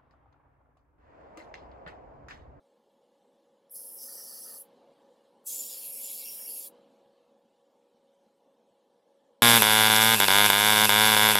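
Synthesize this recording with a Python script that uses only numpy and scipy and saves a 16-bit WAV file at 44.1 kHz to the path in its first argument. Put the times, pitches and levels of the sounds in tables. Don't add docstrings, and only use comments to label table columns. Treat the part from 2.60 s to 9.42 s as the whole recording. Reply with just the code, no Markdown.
import sys
import numpy as np
from scipy import signal
from scipy.fft import rfft, irfft, next_fast_len
from scipy.io import wavfile
from scipy.ndimage import uniform_filter1d, map_coordinates

SR = 44100
rng = np.random.default_rng(int(sys.argv[2]) if len(sys.argv) > 2 else 0)


def natural_amplitude(level_db):
    exponent = np.asarray(level_db, float) / 20
    return 10 ** exponent


def put_to_file(sound):
    columns = np.atleast_2d(sound).T
    safe = np.clip(columns, -1, 1)
    whole_steps = np.round(safe * 32767)
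    wavfile.write(sys.argv[1], SR, whole_steps.astype(np.int16))


N = 300762
BLOWING = [slice(SR, 5 * SR // 2), slice(5 * SR // 2, 9 * SR // 2)]


def airbrush():
    return sum(valve(*VALVE[k]) * (nozzle(k) + splash(k)) for k in range(len(VALVE)))


# start_s, rise [s], shut_s, fall_t60 [s]
VALVE = [
    (1.105, .006, 2.019, 0.098),
    (2.856, .014, 4.078, 0.062),
]


def valve(opens, rise, shuts, t60):
    t = np.arange(N) / SR
    swell = 1 / (1 + np.exp(np.clip((opens - t) / (rise / 3), -60, 60)))
    return swell * natural_amplitude(-60 * np.clip(t - shuts, 0, None) / t60)


# start_s, pressure [dB], needle opening [0-1]
TRIGGER_PULL = [
    [(1.1, -63, .1), (1.112, -53.5, 0), (1.144, -51.5, 0), (1.155, -48, 0.83), (1.2, -53, 0.66),
     (1.36, -51, 0.4), (1.45, -51, .8), (1.64, -52.5, 0.73), (2.0, -53.5, 0.76)],
    [(2.855, -55, 0.6), (2.872, -41.5, 1.1), (3.1, -47, 0.91), (3.22, -46.5, 0.42), (3.37, -46.5, 0.46),
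     (3.5, -46.5, 0.9), (3.68, -46.5, 0.4), (3.9, -47.5, 0.15), (4.0, -47.5, 0.7)],
]
# frequency [Hz], density [dB per Hz]
JET = [
    [(5000, -60.5), (7000, -27.5), (8600, -17), (9700, -5), (10900, -3), (12500, -1), (13800, -4.5),
     (15700, -8)],
    [(5000, -71.5), (7500, -27.5), (8700, -8.5), (9500, -2), (11000, -2.5), (13200, -1.5), (14500, -6),
     (15700, -7.5)],
]
# pitch [Hz], width [Hz], level [dB]
CAP = [
    [(10150, 460, -5), (11030, 410, 1.5)],
    [(11100, 390, -1.5), (11380, 290, -0.5)],
]
# start_s, end_s, start level [dB re jet], end level [dB re jet]
CAP_SINGS = [
    (1.147, 1.31, 7.5, 5.5),
    (1.42, 2.03, 2, 6),
    (3.24, 3.47, 3, 4),
    (3.49, 3.69, 7, -3.5),
    (3.86, 4.01, 7, 7),
]
CAP_IDLE_DB = [-1, -4.5]
# frequency [Hz], density [dB per Hz]
ROAR = [
    [(5500, -52.5), (6300, -7.5), (7000, -11.5), (7600, -4), (8200, -2), (9000, -2), (10500, -51)],
    [(5000, -50.5), (5900, -3.5), (6300, -6.5), (6700, 1), (7800, 1.5), (8400, -3), (9400, -8),
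     (11000, -39)],
]
# pitch [Hz], width [Hz], level [dB]
WHISTLE = [
    [(7350, 400, 0)],
    [(7150, 200, 0)],
]
# level when shut [dB re jet], gain when open [dB]
ROAR_LAW = [
    (-24.5, 18.3),
    (-19.5, 14.3),
]
WHISTLE_LAW = [
    (-34, 24),
    (-26, 22),
]
NEEDLE_LEADS_S, NEEDLE_BACK = .05, 0.37


def nozzle(k):
    span = BLOWING[k]
    jet_db, needle = curves(TRIGGER_PULL[k])
    spring_back = np.clip((np.arange(N) / SR - VALVE[k][2]) / NEEDLE_LEADS_S + 1, 0, 1)
    needle = needle - NEEDLE_BACK * spring_back
    roar_shut, roar_gain = ROAR_LAW[k]
    whistle_shut, whistle_gain = WHISTLE_LAW[k]
    roar_db = roar_shut + roar_gain * needle + 4.0
    whistle_db = whistle_shut + whistle_gain * needle - 1.5 + 2.8 * wobble(14)
    eddies = natural_amplitude(1.1 * wobble(700) + 0.24 * wobble(40))

    jet = natural_amplitude(5) * rush(shape(JET[k]), span=span, patchy_db=1.0, speckle=.15)
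    cap_gain = natural_amplitude(-1.9) * passes(CAP_SINGS, CAP_IDLE_DB[k], edge_s=.022)
    cap = cap_gain * rush(modes(CAP[k]), span=span, patchy_db=0.1, speckle=0.1517)
    roar = natural_amplitude(roar_db) * rush(shape(ROAR[k]), span=span, patchy_db=2.5, speckle=0.46)
    whistle = natural_amplitude(whistle_db) * rush(modes(WHISTLE[k]), span=span, patchy_db=3.9, speckle=.15)
    return natural_amplitude(jet_db + 0.52) * eddies * (jet + cap + roar + whistle)


# pitch [Hz], width [Hz], level [dB]
HOLLOWS = [
    [[(5180, 230, 2), (5820, 780, -4.5)], [(4780, 470, 0), (4450, 300, -13.5)], [(2930, 350, 3),
     (3570, 1800, 1.5)], [(1300, 370, -0.5), (1814, 180, -3)]],
    [[(5550, 300, -3), (5060, 500, -13)], [(4700, 550, 1.5), (5250, 700, -1.5)], [(3360, 508, -2.5),
     (4082, 600, -1)], [(2270, 250, -2.5), (2696, 280, 2.5), (3167, 300, -2.5)]],
]
# start_s, end_s, start level [dB], end level [dB]
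UPPER_FOLD = [(1.144, 1.34, -54, -69.5), (1.383, 1.915, -54.5, -56), (1.952, 1.981, -52, -61.5),
              (2.854, 3.02, -67.5, -61), (3.016, 3.28, -56, -72), (3.29, 3.645, -61, -63),
              (3.65, 3.88, -55, -58), (3.925, 4.03, -59.5, -65)]
LOWER_FOLD = [(1.13, 1.34, -63.5, -75), (1.396, 1.938, -61, -61), (1.94, 2.002, -61, -67),
              (2.85, 3.275, -52.5, -62.5), (3.295, 3.62, -59.5, -52.5), (3.65, 3.7, -53.5, -58),
              (3.877, 4.073, -55, -59.5)]
SCATTER = [(1.4, 2.007, -86, -77), (2.877, 3.192, -56.5, -55.5), (3.2, 3.301, -58, -61.5),
           (3.399, 3.653, -61, -59.5), (3.723, 3.793, -65, -66), (3.931, 4.086, -69, -62)]
BASE = [(1.462, 1.533, -66.5, -65), (1.558, 1.635, -65.5, -69), (1.66, 1.8, -70, -70),
        (1.851, 1.985, -64.5, -71.5), (2.889, 3.2, -67, -61.5), (3.21, 3.636, -60.5, -62.5),
        (3.637, 3.905, -58.5, -65), (3.897, 4.072, -62.5, -72)]
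STRAY_DB = [
    [-71.5, -82, -91, -83.5],
    [-68, -72.5, -71, -73.5],
]
PAINT_STARTS = [1.143, 2.856]
PAINT_ON_S, TREMOR_DB = 0.011, 1.5


def splash(k):
    paint = np.clip((np.arange(N) / SR - PAINT_STARTS[k]) / PAINT_ON_S, .25, 1)
    sweeps = [UPPER_FOLD, LOWER_FOLD, SCATTER, BASE]
    out = np.zeros(N)
    for rows, stray_db, hollow in zip(sweeps, STRAY_DB[k], HOLLOWS[k]):
        ring = rush(modes(hollow), span=BLOWING[k], patchy_db=2.43, speckle=0.41)
        out += natural_amplitude(TREMOR_DB * wobble(12)) * passes(rows, stray_db) * ring
    return paint * out


# start_s, end_s, start level [dB], end level [dB]
OVERSPRAY = [
    (3.12, 3.24, -75, -75.5),
    (3.76, 3.9, -70.5, -75),
]
# pitch [Hz], width [Hz], level [dB]
BENCH = [
    (1470, 500, 0.5),
    (1900, 400, -2.5),
]


def overspray():
    return passes(OVERSPRAY, -120) * rush(modes(BENCH), span=BLOWING[1], patchy_db=1.5, speckle=.25)


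# delay [s], gain [ratio]
BOOTH = [(.0011, 0.12), (.0019, -0.151), (.0032, 0.12), (.0047, 0.095), (.0071, -.12), (0.01, 0.082)]


def booth(x):
    return x + sum(gain * np.roll(x, round(s * SR)) for s, gain in BOOTH)


# start_s, level_db (peak), pitch factor [ratio]
TICKS = [
    (1.096, -51.5, 1.01),
    (2.846, -69, 1.3),
]
# pitch_hz, level_db, t60_s
TRIGGER = [(5330, -5.5, .008), (9900, -1, .007), (10870, 3.5, .008)]


def trigger():
    out, t = np.zeros(N), np.arange(SR // 20) / SR
    onset = (1 - np.exp(-t / .002)) ** 2
    for s, db, pitch in TICKS:
        ring = sum(natural_amplitude(level - 60 * t / t60) * np.sin(2 * np.pi * pitch * hz * t) for hz, level, t60 in TRIGGER)
        out[round(s * SR):][:len(t)] += natural_amplitude(db + 13.5) * ring * onset
    return out


# start_s, length_s, start_hz, end_hz, level_db
SQUEAKS = [
    (2.31, .04, 13900, 14100, -98),
    (2.44, .07, 14850, 14800, -96),
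    (4.77, 0.048, 14100, 13900, -91),
    (4.87, .1, 14800, 14850, -98),
    (5.057, .13, 14550, 12700, -94),
]


def glove():
    out = np.zeros(N)
    for s, length, start_hz, end_hz, db in SQUEAKS:
        n = int(length * SR)
        pitch = np.linspace(start_hz, end_hz, n) + 60 * wobble(200)[:n]
        out[round(s * SR):][:n] += natural_amplitude(db) * np.hanning(n) * np.sin(2 * np.pi * np.cumsum(pitch) / SR)
    return out


# start_s, level_db, pitch_hz, t60_s
BUMPS = [(.93, -62, 520, .08), (1.16, -64, 190, .1), (2.98, -60, 240, .12), (3.28, -60, 180, .1),
         (4.19, -62, 200, .1), (4.46, -60, 220, .1), (4.58, -62, 520, .08), (4.85, -63, 230, .1),
         (5.345, -61, 230, .1), (5.665, -61, 220, .1), (6.11, -62, 220, .1)]


def hand():
    out, t = np.zeros(N), np.arange(SR // 5) / SR
    for s, db, hz, t60 in BUMPS:
        push = np.sin(2 * np.pi * hz * t) + 0.1 * np.sin(2 * np.pi * 0.7 * hz * t)
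        out[round(s * SR):][:len(t)] += natural_amplitude(db - 60 * t / t60) * (1 - np.exp(-t / 0.0017)) * push
    return out


# multiple of the blade rate, level [dB re drone]
ORDERS_DB = [(7, -8), (8, -5), (12, -19), (14, -20.5)]
# frequency [Hz], density [dB per Hz]
DRONE = [(15, -70), (25, -30), (92, -31), (228, -4), (305, -7), (415, -7), (468, -4.5), (510, -3),
         (546, -3.5), (615, -7.5), (718, -10), (838, -7), (994, -14.5), (1260, -29), (1500, -28),
         (1950, -56), (3300, -120)]
# frequency [Hz], density [dB per Hz]
AIRFLOW = [(650, -28.5), (1100, -1), (1250, -7.0), (1520, -11.5), (1710, -6.5), (1940, -12.5),
           (2160, -11.5), (2530, -13.5), (2920, -8), (3340, -7.5), (3640, -9.5), (4120, -10), (5200, -18),
           (6760, -45.0), (11400, -120), (9000, -31), (14000, -44.5)]
BLADE_HZ, AIR_TOP_HZ = 69.03, 13900
FAN_DB, AIRFLOW_DB = -68.5, -81.5
FAN_LIFT_DB, AIRFLOW_LIFT_DB = 8, 8


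def fan():
    free = suppressor()
    drone_db = FAN_DB + FAN_LIFT_DB * free + 0.91 * wobble(14)
    air_db = AIRFLOW_DB + AIRFLOW_LIFT_DB * free + .6 * wobble(5)
    turn = 2 * np.pi * np.cumsum(BLADE_HZ * (1 + .001 * wobble(3))) / SR
    blades = np.zeros(N)
    for k, db in ORDERS_DB:
        level = np.sqrt(2) * natural_amplitude(db + 1.75 * wobble(14))
        blades += level * np.sin(k * turn + 2 * np.pi * rng.random() + .4 * wobble(14))
    duct = rush(below_top(DRONE), patchy_db=1.5, hz_bins=2, speckle=0.024)
    duct *= natural_amplitude(-2.0 + 0.46 * wobble(12))
    air = rush(below_top(AIRFLOW), patchy_db=1.83, hz_bins=3, frames=14, speckle=.4)
    return natural_amplitude(drone_db) * (blades + duct) + natural_amplitude(air_db) * air


# frequency [Hz], density [dB per Hz]
HISS = [(4000, -62), (5200, -1.5), (7000, -2), (10000, -4.5), (13000, -8.5), (14000, -17.5)]
HISS_DB, HISS_LIFT_DB = -89, 5


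def microphone():
    hiss_db = HISS_DB + HISS_LIFT_DB * suppressor() + .8 * wobble(3.4)
    return natural_amplitude(hiss_db) * rush(below_top(HISS), patchy_db=2.5, speckle=.4)


# opening time constant [s], hold after the jet [s], closing time [s]
SUPPRESSOR = [
    (0.14, .1, 1.1),
    (.06, 0.046, 0.66),
]


def suppressor():
    t = np.arange(N) / SR
    freed = []
    for (opens, _, shuts, _), (lets_go, lingers, grips) in zip(VALVE, SUPPRESSOR):
        opening = 1 - np.exp(-np.clip(t - opens, 0, None) / lets_go)
        freed.append(opening * np.clip(1 - (t - shuts - lingers) / grips, 0, 1))
    return np.max(freed, axis=0)


def passes(rows, idle_db, edge_s=.055):
    t = np.arange(0, N / SR, 1 / 1000)
    edge = lambda s: np.clip(s / edge_s + .5, 0, 1)
    power = natural_amplitude(idle_db) ** 2
    for start, end, db, end_db in rows:
        gain = natural_amplitude(np.interp(t, [start, end], [db, end_db])) * edge(t - start) * edge(end - t)
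        power = power + gain ** 2
    return np.interp(np.arange(N) / SR, t, np.sqrt(power))


def rush(response, patchy_db, hz_bins=8, frames=8, speckle=.25, span=slice(0, N)):
    out, n = np.zeros(N), span.stop - span.start
    z = signal.stft(rng.standard_normal(n), nperseg=1024)[2]
    field = uniform_filter1d(rng.standard_normal(z.shape), int(2 * hz_bins), 0)
    field = uniform_filter1d(field, int(frames / 2) + 1, 1)
    z = z * natural_amplitude(patchy_db * unit(field)) * np.abs(z) ** np.clip(speckle, 0, 1)
    x = signal.istft(z, nperseg=1024)[1][:n]
    m = next_fast_len(n + 8192)
    coloured = rfft(x, m) * response(np.fft.rfftfreq(m, 1 / SR))
    out[span] = unit(irfft(coloured, m)[:n])
    return out


def shape(points):
    f, db = np.transpose(points)
    return lambda hz: natural_amplitude(np.interp(np.log(hz + 1), np.log(f + 1), db))


def below_top(points):
    return lambda hz: shape(points)(hz) * (hz < AIR_TOP_HZ)


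def modes(rows):
    return lambda f: sum(natural_amplitude(db) * (f * w / np.abs(c * c - f * f + 1j * f * w + 1)) ** 2 for c, w, db in rows)


def curves(rows):
    s, *cols = np.transpose(rows)
    return [np.interp(np.arange(N) / SR, s, c) for c in cols]


def wobble(rate):
    return map_coordinates(rng.standard_normal(int(N * rate / SR) + 4), [np.arange(N) * rate / SR])


def unit(x):
    return x / np.sqrt(np.mean(x ** 2) + 1e-20)


def scene():
    mono = booth(airbrush() + overspray()) + trigger() + glove() + hand() + fan()
    return np.array([mono, mono])


def low_pass(x):
    return signal.sosfilt(signal.butter(12, 15840, fs=SR, output="sos"), x)


def record(dry):
    limit = signal.ellip(8, .5, 70, 15800, fs=SR, output="sos")
    mix = signal.sosfilt(limit, dry + microphone())
    return low_pass(mix)


dry = scene()
out = record(dry)
put_to_file(out)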